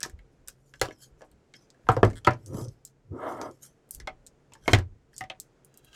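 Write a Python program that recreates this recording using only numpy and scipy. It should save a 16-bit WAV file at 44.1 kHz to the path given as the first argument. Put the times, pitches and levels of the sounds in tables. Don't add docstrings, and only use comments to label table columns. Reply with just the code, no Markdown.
import sys
import numpy as np
from scipy import signal
from scipy.fft import rfft, irfft, next_fast_len
from scipy.io import wavfile
from scipy.ndimage import uniform_filter1d, map_coordinates

SR = 44100
rng = np.random.default_rng(int(sys.argv[2]) if len(sys.argv) > 2 else 0)


def inscribe(sig):
    pcm = np.round(np.clip(np.atleast_2d(sig).T, -1, 1) * 32767)
    wavfile.write(sys.argv[1], SR, pcm.astype(np.int16))


N = 262392

# (time [s]; level over 10 ms of corner, edge, plate, stack, table [dB];
# favoured plate pitch [Hz], favoured stack pitch [Hz], contact length [s])
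KNOCKS = [(0.0333, -61, -41, -40, -68, -47.5, 1840, 1390, .004),
          (0.048, -62, -62, -44, -44.5, -55, 1780, 1130, .008),
          (0.0596, -59, -53, -63, -43, -73, 1730, 330, .004),
          (0.814, -36.5, -30, -26, -23, -34.5, 2000, 545, .003),
          (0.885, -81, -63, -54.5, -41, -61, 3010, 467, .0045),
          (0.9079, -82, -65, -48.5, -49.5, -72, 2110, 320, .0045),
          (1.2082, -97, -72, -63, -54, -91, 1810, 615, 0.0061),
          (1.2182, -88.5, -63.5, -54, -45, -81.5, 1652, 570, .0045),
          (1.868, -95, -81, -53.5, -50, -69.5, 1600, 894, .006),
          (1.8883, -56.5, -44.5, -30, -14, -21.5, 1590, 1193, .0022),
          (1.966, -66, -53, -49.5, -24.5, -27, 1610, 486, .003),
          (2.0303, -59, -51.5, -27.5, -14, -17.5, 1560, 540, .0033),
          (2.049, -61.5, -46, -46, -29.5, -26.5, 2033, 555, .002),
          (2.1308, -81.5, -63, -58, -51.5, -46, 2190, 427, .006),
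          (2.2473, -61, -47, -38, -44, -49, 3420, 1400, .004),
          (2.2684, -62.5, -43, -40, -26.5, -66, 1750, 1290, .002),
          (2.2725, -58.5, -53, -23.5, -16, -20, 1670, 980, .004),
          (2.3077, -71, -53.5, -52, -35.5, -51, 1670, 610, .005),
          (2.544, -63, -60.5, -66.5, -47, -27, 1640, 260, .0035),
          (2.6116, -66, -53.5, -73.5, -44, -31.5, 4480, 260, .006),
          (3.4142, -64, -44.5, -55, -37, -60, 1530, 920, .004),
          (4.0001, -74, -51, -51, -57.5, -62, 1920, 330, .005),
          (4.073, -80, -48.5, -35, -35.5, -76, 2010, 822, .006),
          (4.52, -87.5, -68.5, -60, -56.5, -58.5, 2630, 940, .012),
          (4.5522, -81, -70, -59.5, -57, -64, 1710, 895, .008),
          (4.657, -88.5, -70.5, -55.5, -55, -69.5, 2294, 600, 0.012),
          (4.6787, -50, -39, -26, -22.5, -33.5, 2207, 402, .0035),
          (4.7327, -40, -27.5, -18.5, -17, -10.5, 2300, 375, .0033),
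          (4.7868, -62.5, -50, -45, -37, -49, 1800, 259, .005),
          (5.208, -59, -51, -37.5, -40, -44.5, 1980, 745, .005),
          (5.2382, -80, -61, -48.5, -52, -48.5, 1950, 610, .0045),
          (5.299, -79, -54, -37.5, -42.5, -61, 2780, 704, .005)]
# (time [s]; level over 10 ms of edge,
# corner, plate [dB]; favoured plate pitch [Hz])
TICKS = [(0.0046, -44.5, -60.5, -52.5, 1600), (0.015, -55, -76, -49, 1630),
         (0.0301, -31, -45.5, -42.5, 1850), (0.0969, -59.5, -64, -57.5, 1750),
         (0.1897, -79, -83, -60, 2120), (0.475, -51.5, -67, -65, 1730), (0.4832, -41, -46.5, -54.5, 1550),
         (0.738, -61.5, -83, -50, 1614), (0.796, -61.5, -74.5, -61.5, 3600),
         (1.315, -70, -72.5, -73.5, 4300), (1.5383, -57.5, -100.5, -52, 2290),
         (1.7028, -59, -88.5, -81, 4480), (1.745, -81.5, -100, -68, 1690),
         (1.918, -51.5, -59.5, -57.5, 1550), (2.1012, -58, -72, -56, 1480), (2.1089, -62.5, -81, -58, 1840),
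         (2.3346, -56, -76, -76, 1640), (2.461, -51.5, -69, -84, 4240), (2.6489, -59, -85.5, -79, 4450),
         (2.6834, -56.5, -74.5, -78.5, 4420), (2.8507, -45, -51, -75.5, 3700),
         (2.874, -61, -68.5, -70.5, 4310), (3.5121, -63.5, -80.5, -85, 1600),
         (3.8907, -70.5, -69, -82.5, 1910), (3.9086, -43.5, -40.5, -91, 3450),
         (3.948, -47.5, -45, -67.5, 3480), (4.265, -52, -65.5, -72, 4260), (4.2697, -54, -64, -68, 4480),
         (4.5357, -52.5, -64, -60, 2970), (5.131, -73.5, -86, -63.5, 1700), (5.1643, -51, -64, -81, 4490),
         (5.1807, -41, -52, -66, 4530), (5.4, -41.5, -46.5, -66.5, 4320), (5.6472, -61, -58, -82, 2954),
         (5.7416, -65.5, -74, -74.5, 1590), (5.7742, -57, -56, -80.5, 2800),
         (5.8467, -64.5, -60.5, -69, 3230), (5.93, -64.5, -83.5, -59, 2800)]
# (frequency [Hz], width [Hz], relative level [dB])
TABLE_MODES = [(35.2, 12, -17), (103.4, 18, 3.5), (128, 25, 2.5), (255, 110, -4.5)]
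STACK_MODES = [(346, 150, 1), (536.4, 56, -1), (624, 67, 1.5), (753, 19, 1.5), (914, 130, -4),
               (1270, 99, 1.5), (1400, 53, -5.5)]
PLATE_MODES = [(1605, 350, 1.5), (1728.5, 220, 3), (1998, 110, -3), (2176, 84, -4), (2660, 200, -9),
               (3054, 360, -0.5), (3260, 200, 2.5), (3600, 250, -6), (4250, 300, 1)]
EDGE_MODES = [(4560, 230, 3.5), (5520, 4000, 2), (6200, 1800, -0.5), (6800, 930, -3), (8330, 2000, 6.5)]
CORNER_MODES = [(9775, 470, 5), (12200, 1000, 2), (14100, 720, -8.5)]
# (frequency [Hz], width [Hz], relative level [dB])
FRAME_MODES = [(96, 18, -0.5)]
FRAME_WAKE_DB, FRAME_GROW_DB_PER_DB = -16, 2.6
KNOCK_EDGE_HZ = 5700
KNOCK_NARROW_DB_PER_OCT, BROADER_PER_DB = 2, 0.3873
TICK_NARROW_DB_PER_OCT, TICK_S, TICK_RATTLE_S = 13, .0016, .006
TICK_EDGE_HZ, DULLER_HZ_PER_DB = 7800, 90
TICK_STACK_DB, TICK_STACK_HZ = -11, 450


def contacts():
    size = 16384
    hz = np.fft.rfftfreq(size, 1 / SR)
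    cases, table = np.zeros((2, N + size))
    rows = []
    for s, corner_db, edge_db, plate_db, stack_db, _, plate_hz, stack_hz, length_s in KNOCKS:
        levels_db = [corner_db, edge_db, plate_db, stack_db]
        narrow_db = KNOCK_NARROW_DB_PER_OCT - BROADER_PER_DB * max(stack_db, plate_db)
        rows.append((s, levels_db, KNOCK_EDGE_HZ, plate_hz, stack_hz, narrow_db, length_s, .7 * length_s))
    for s, edge_db, corner_db, plate_db, plate_hz in TICKS:
        levels_db = [corner_db, edge_db, plate_db, plate_db + TICK_STACK_DB]
        edge_hz = TICK_EDGE_HZ + DULLER_HZ_PER_DB * (corner_db - edge_db)
        rows.append((s, levels_db, edge_hz, plate_hz, TICK_STACK_HZ,
                     TICK_NARROW_DB_PER_OCT, TICK_RATTLE_S, TICK_S))
    for row, draw in zip(rows, rng.standard_normal((len(rows), 5, size))):
        s, levels_db, edge_hz, plate_hz, stack_hz, narrow_db, rattle_s, tick_s = row
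        tick, rattle = burst(draw[0], tick_s), burst(draw[1], rattle_s)
        corner = modes(CORNER_MODES)(hz) * small(hz, 9000) * soft(hz, 16000) * tick
        edge = struck(EDGE_MODES, edge_hz, narrow_db, draw[2], hz)
        edge = edge * small(hz, 5700) * soft(hz, 1.8 * edge_hz) ** 2 * tick
        plate = struck(PLATE_MODES, plate_hz, narrow_db, draw[2, 10:], hz) * soft(hz, 5800) * rattle
        stack = struck(STACK_MODES, stack_hz, narrow_db, draw[2, 20:], hz) * soft(hz, 2500) * rattle
        ring = sum(map(sized, [corner, edge, plate, stack], levels_db))
        cases[round(s * SR):][:size // 2] += ring + clatter(draw[3:], levels_db, hz)
    for s, table_db in np.array(KNOCKS)[:, [0, 5]]:
        frame = amp(FRAME_GROW_DB_PER_DB * (table_db - FRAME_WAKE_DB)) * modes(FRAME_MODES)(hz)
        thump = (modes(TABLE_MODES)(hz) - frame) * soft(hz, 330)
        table[round(s * SR):][:size // 2] += sized(thump, table_db)
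    return cases[:N], table[:N]


def struck(table, spot_hz, narrow_db, scatter, hz):
    narrow_db = max(narrow_db, 2)
    centre, width, db = np.transpose(table)
    octaves = np.abs(np.log2(centre / spot_hz))
    nearest = .7 * np.exp(-(octaves / .12) ** 2)
    found_width = width * (10 / narrow_db) ** 0.43
    found_db = db + narrow_db * (nearest - octaves) + 2.1 * scatter[:len(db)]
    return modes(np.transpose([centre, found_width, found_db]))(hz)


def burst(draw, length_s):
    u = np.arange(len(draw)) / SR / max(length_s / 3.1, .00005)
    spectrum = rfft(draw * np.sqrt(u) * np.exp(-u))
    return spectrum / np.abs(spectrum) ** .4


CLATTER_HZ = [12000, 6200, 2500, 750]
CLATTER_DB, CRACK_DB = -7.5, -7.5
CLATTER_T60_S, LONGER_PER_DB, MORE_PER_DB = 0.2, .01, 0.12


def clatter(draw, levels_db, hz):
    t = np.arange(len(hz) - 1) / SR
    total_db = 10 * np.log10(np.sum(amp(levels_db) ** 2))
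    per_hz = [(c, db - 10 * np.log10(c)) for c, db in zip(CLATTER_HZ, levels_db)][::-1]
    colour = amp(along(per_hz, hz)) * np.abs(small(hz, 200)) / (1 + (hz / 14000) ** 6)
    t60_s = CLATTER_T60_S * np.exp(LONGER_PER_DB * total_db)
    uneven_db = 4 * np.repeat(draw[1, :len(t) // 64], 64)
    grains = amp(uneven_db - 60 * t / t60_s) * (1 - np.exp(-t / .003))
    crack = t * np.exp(-t / 0.00075)
    onset = np.minimum(np.arange(len(draw[0])) / SR / 0.00099, 1) ** 2

    def shaped(envelope):
        coloured = irfft(rfft(draw[0, :len(t)] * envelope, len(draw[0])) * colour)
        return rfft(coloured * onset)

    share_db = (1 + MORE_PER_DB) * total_db
    return sized(shaped(grains), share_db + CLATTER_DB) + sized(shaped(crack), share_db + CRACK_DB)


# (time [s], pressure [dB], speed [cm/s])
SLIDES = [
    [(2.4, -53, 5), (2.42, -62.5, 3.1), (2.508, -36, 5.4), (2.544, -35.5, 7.5), (2.6, -40, 11.5),
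     (2.63, -46, 9.4), (2.692, -40.5, 3.6), (2.734, -55.5, 2.7), (2.78, -72, 4)],
    [(3.05, -66, 4.3), (3.092, -52, 3), (3.114, -35, 3.5), (3.172, -39.5, 10.6), (3.268, -35.5, 22.2),
     (3.34, -39, 16.1), (3.4, -40.5, 16.3), (3.466, -38, 16.4), (3.526, -49, 8), (3.58, -80, 6)],
]
PART_DB = [2.5, -1, 3.5, 0, -2.5]
GRAINS_PER_CM = 40
UNDER_DB, OVER_DB, CURVE = 5, 8.5, 1.5


def slides():
    fade, (pressure_db, speed_cm_s) = strokes(SLIDES)
    catch_db = pressure_db + 1.13 * wobble(90)
    parts = [TABLE_MODES[1:3], TABLE_MODES[3:] + STACK_MODES[:2], STACK_MODES[2:],
             PLATE_MODES[:4], PLATE_MODES[4:8]]
    grain_hz = np.maximum(speed_cm_s * GRAINS_PER_CM, 1)
    out = 0
    for part, part_db in zip(parts, PART_DB):
        octaves = np.log2(np.mean(part, axis=0)[0] / grain_hz)
        reach_db = -np.where(octaves > 0, OVER_DB, UNDER_DB) * np.abs(octaves) ** CURVE
        gain = amp(catch_db + part_db + reach_db + 1.1 * wobble(25.14))
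        out = out + gain * noise(lambda f: np.abs(modes(part)(f) * soft(f, 1.01 * part[-1][0])) ** 0.81)
    return fade * out


# (peak time [s], swell [s], fade [s], level [dB], brightness [-5 dull to 5 bright, clipped])
RUBS = [(0.334, 0.11, .1, -82.5, 9), (0.7, 0.29, 0.18, -71.5, 7), (0.758, .04, .1, -67, -3.5),
        (0.921, 0.014, 0.063, -59.5, -4), (1.031, 0.062, 0.059, -45.5, 3.5), (1.195, 0.041, 0.037, -73, 0),
        (1.25, .05, .07, -74, 0.5), (1.56, 0.017, .06, -57.5, -15.5), (1.63, 0.25, .1, -72, -1.5),
        (1.93, 0.1, .1, -57.5, 7.5), (2.06, 0.032, .09, -59.5, 2), (2.15, .15, .12, -62, -1.5),
        (2.468, 0.007, 0.089, -61, 6.5), (2.6, .22, 0.16, -51.5, 9), (3.3, 0.16, .2, -54, 15),
        (3.41, 0.06, .26, -60, 4.5), (3.631, 0.024, 0.073, -44.5, 8.5), (3.94, .05, 0.077, -52.5, 8),
        (4.715, .1, .05, -43.5, -2), (5.14, .02, 0.03, -64, 1.5), (5.19, 0.051, .05, -55, 7.5)]
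# (frequency [Hz], relative level per Hz [dB])
SKIN = [(880, -18.5), (1500, -5), (2660, -25.5), (3150, -8), (3690, -22.5), (4590, -14), (5280, -9),
        (12700, -20.5), (16000, -50)]
# (frequency [Hz], depth [dB])
BANDING = [(1000, 8), (4000, 7), (8000, 5), (14000, 2)]


def rubs():
    gains = np.array([swell(*row[:4]) for row in RUBS])
    gain = gains.sum(axis=0)
    brightness = np.clip(.5 + np.array(RUBS)[:, -1] / 10, 0, 1)
    share = brightness @ gains / (gain + 1e-12)
    body = modes(STACK_MODES[2:] + PLATE_MODES + EDGE_MODES[:2])
    high = noise(lambda f: amp(along(SKIN, f)) * f / 8000)
    low = noise(lambda f: amp(along(SKIN, f)) * np.abs(body(f)))
    z = signal.stft(np.sqrt(share) * high + np.sqrt(np.abs(1 - share)) * low, nperseg=256)[2]
    field = uniform_filter1d(rng.standard_normal(z.shape), size=3, axis=0)
    field = uniform_filter1d(field, size=16, axis=1)
    depth_db = along(BANDING, np.fft.rfftfreq(256, 1 / SR))[:, None]
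    banded = signal.istft(z * amp(depth_db * unit(field)), nperseg=256)[1][:N]
    grains = amp(2.5 * wobble(250) + 1.5 * wobble(40))
    return gain * unit(grains * banded)


CREAK_START_S, CREAK_END_S, SLIPS_PER_S, SLIP_DB = 2.158, 2.192, 175, -57


def creak():
    hz = np.fft.rfftfreq(2048, 1 / SR)
    edge = modes(EDGE_MODES)(hz) * small(hz, 4000) * soft(hz, 12000)
    slip = sized(edge + 1.507 * modes(PLATE_MODES[::3])(hz), SLIP_DB)
    times = np.arange(CREAK_START_S, CREAK_END_S, 1 / SLIPS_PER_S)
    draw = rng.standard_normal((len(times), 2))
    slips = np.zeros(N)
    slips[((times + .0006 * draw[:, 0]) * SR).astype(int)] = amp(2.5 * draw[:, 1])
    return signal.fftconvolve(slips, slip)[:N]


# (time [s], level [dB])
PAPER = [
    [(5.68, -78.5), (5.714, -77.5), (5.926, -63), (5.932, -64.5), (5.95, -51.5)],
]
# (frequency [Hz], width [Hz], relative level [dB])
SHEET_MODES = [(1270, 57, -4), (1600, 60, -1), (2730, 100, -3), (3240, 64, 0), (3980, 50, -2),
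               (4660, 72, -9), (6500, 2000, -16)]


def paper():
    fade, (level_db,) = strokes(PAPER)
    return fade * amp(level_db + 2.8 * wobble(50)) * noise(modes(SHEET_MODES))


# (peak time [s], level [dB], fade [s])
ARMS = [(0.14, -42.5, 0.16), (0.4, -60, 0.34), (0.83, -40.5, 0.1), (1.13, -58.5, 0.21), (1.34, -55.5, 0.11),
        (1.9, -39, 0.29), (2.07, -29.5, .13), (2.27, -44.5, .1), (2.55, -59, .2), (2.7, -55.5, .13),
        (3.98, -41.5, 0.3), (4.74, -22.5, 0.1), (4.91, -51, .2), (5.22, -63, .5), (5.82, -70.5, .2)]
ARM_SWELL_S, ARM_REST_DB = .07, -74


def arms():
    rocking = noise(lambda f: (f / 25) ** 2 / (1 + (f / 35) ** 4))
    swells = sum(swell(s, ARM_SWELL_S, fade_s, db) for s, db, fade_s in ARMS)
    return (amp(ARM_REST_DB) + swells) * rocking


# (frequency [Hz], relative level per Hz [dB])
AIR = [(12, -25), (20, -16), (77, -12.5), (128, -5.5), (351, -6), (416, -6.5), (465, -7.5), (1140, -21),
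       (1390, -19.5), (3940, -32.5), (7100, -32), (14700, -54), (16500, -47.5)]
# (frequency [Hz], width [Hz], level [dB])
HUM = [(132, 5.8, -67.5), (448, 7.7, -80.5)]
AIR_DB = -66


def air():
    hum = sum(amp(db) * noise(modes([(hz, width_hz, 0)])) for hz, width_hz, db in HUM)
    return amp(AIR_DB + 1.2 * wobble(2.7)) * noise(lambda f: amp(along(AIR, f))) + hum


WALL_DELAY_S, WALL_DB = 0.019, -18.5


def wall(x):
    return filtered(x, lambda f: amp(WALL_DB) * f / (f + 4000) * np.exp(-2j * np.pi * f * WALL_DELAY_S))


# (frequency [Hz], t60 [s])
ROOM = [(100, 0.32), (400, 0.11), (1100, 0.1), (3000, 0.052), (8000, 0.048), (15000, 0.019)]


def room(x):
    out, step = np.zeros(N + SR), SR // 5
    for at in range(0, N, step):
        hz, t, z = signal.stft(rng.standard_normal(SR // 2), SR, nperseg=256)
        tail = signal.istft(z * amp(-60 * t / along(ROOM, hz)[:, None]), SR, nperseg=256)[1]
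        wet = signal.fftconvolve(x[at:at + step], tail / np.linalg.norm(tail))
        out[at + 130:][:len(wet)] += wet
    return out[:N]


def amp(db):
    return 10 ** (np.asarray(db) / 20)


def unit(x):
    return x / np.sqrt(np.mean(x ** 2) + 1e-20)


def along(points, hz):
    f, v = np.transpose(points)
    return np.interp(np.log(hz + 1), np.log(f + 1), v)


def strokes(tables):
    t = np.arange(N) / SR
    rows = np.vstack(tables)
    inside = sum((t >= table[0][0]) & (t <= table[-1][0]) for table in tables) > 0
    fade = np.abs(uniform_filter1d(inside * 1., size=600))
    return fade, [np.interp(t, rows[:, 0], column) for column in rows[:, 1:].T]


SWELL_RANGE_DB, ROUNDNESS = 30, 0.89


def swell(peak_s, swell_s, fade_s, level_db):
    t = np.arange(N) / SR - peak_s
    return amp(level_db - SWELL_RANGE_DB * np.maximum(-t / swell_s, t / fade_s) ** ROUNDNESS)


def wobble(rate_hz):
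    knots = rng.standard_normal(int(N * rate_hz / SR) + 4)
    return map_coordinates(knots, [np.arange(N) * rate_hz / SR])


def filtered(x, response):
    m = next_fast_len(N + SR // 2)
    return irfft(rfft(x, m) * response(np.fft.rfftfreq(m, 1 / SR)), m)[:N]


def modes(table):
    def response(f):
        return sum((-1) ** k * amp(db) * 1j * f * w / (c * c - f * f + 1j * f * w)
                   for k, (c, w, db) in enumerate(table))
    return response


def noise(response):
    return unit(filtered(rng.standard_normal(N), response))


def sized(spectrum, level_db):
    x = irfft(spectrum)
    x = x[:len(x) // 2] * np.hanning(len(x))[len(x) // 2:]
    return amp(level_db) * np.sqrt(SR / 100) * x / np.linalg.norm(x)


def soft(hz, corner_hz):
    return 1 / (1 + 1j * hz / corner_hz) ** 3


def small(hz, corner_hz):
    return (1j * hz / (corner_hz + 1j * hz)) ** 3


def scene():
    clacks, thumps = contacts()
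    airborne = clacks + rubs() + creak()
    space = wall(airborne) + amp(-7) * room(airborne + amp(-4.5) * thumps)
    return (airborne + space + thumps + slides() + paper() + arms() + air())[None]


TOP_HZ, PEAK_LIMIT = 16667, .8


def record(dry):
    rounded = dry[0] / (1 + np.abs(dry[0] / PEAK_LIMIT) ** 6) ** (1 / 6)
    return filtered(rounded, lambda hz: hz < TOP_HZ)[None]


dry = scene()
out = record(dry)
inscribe(out)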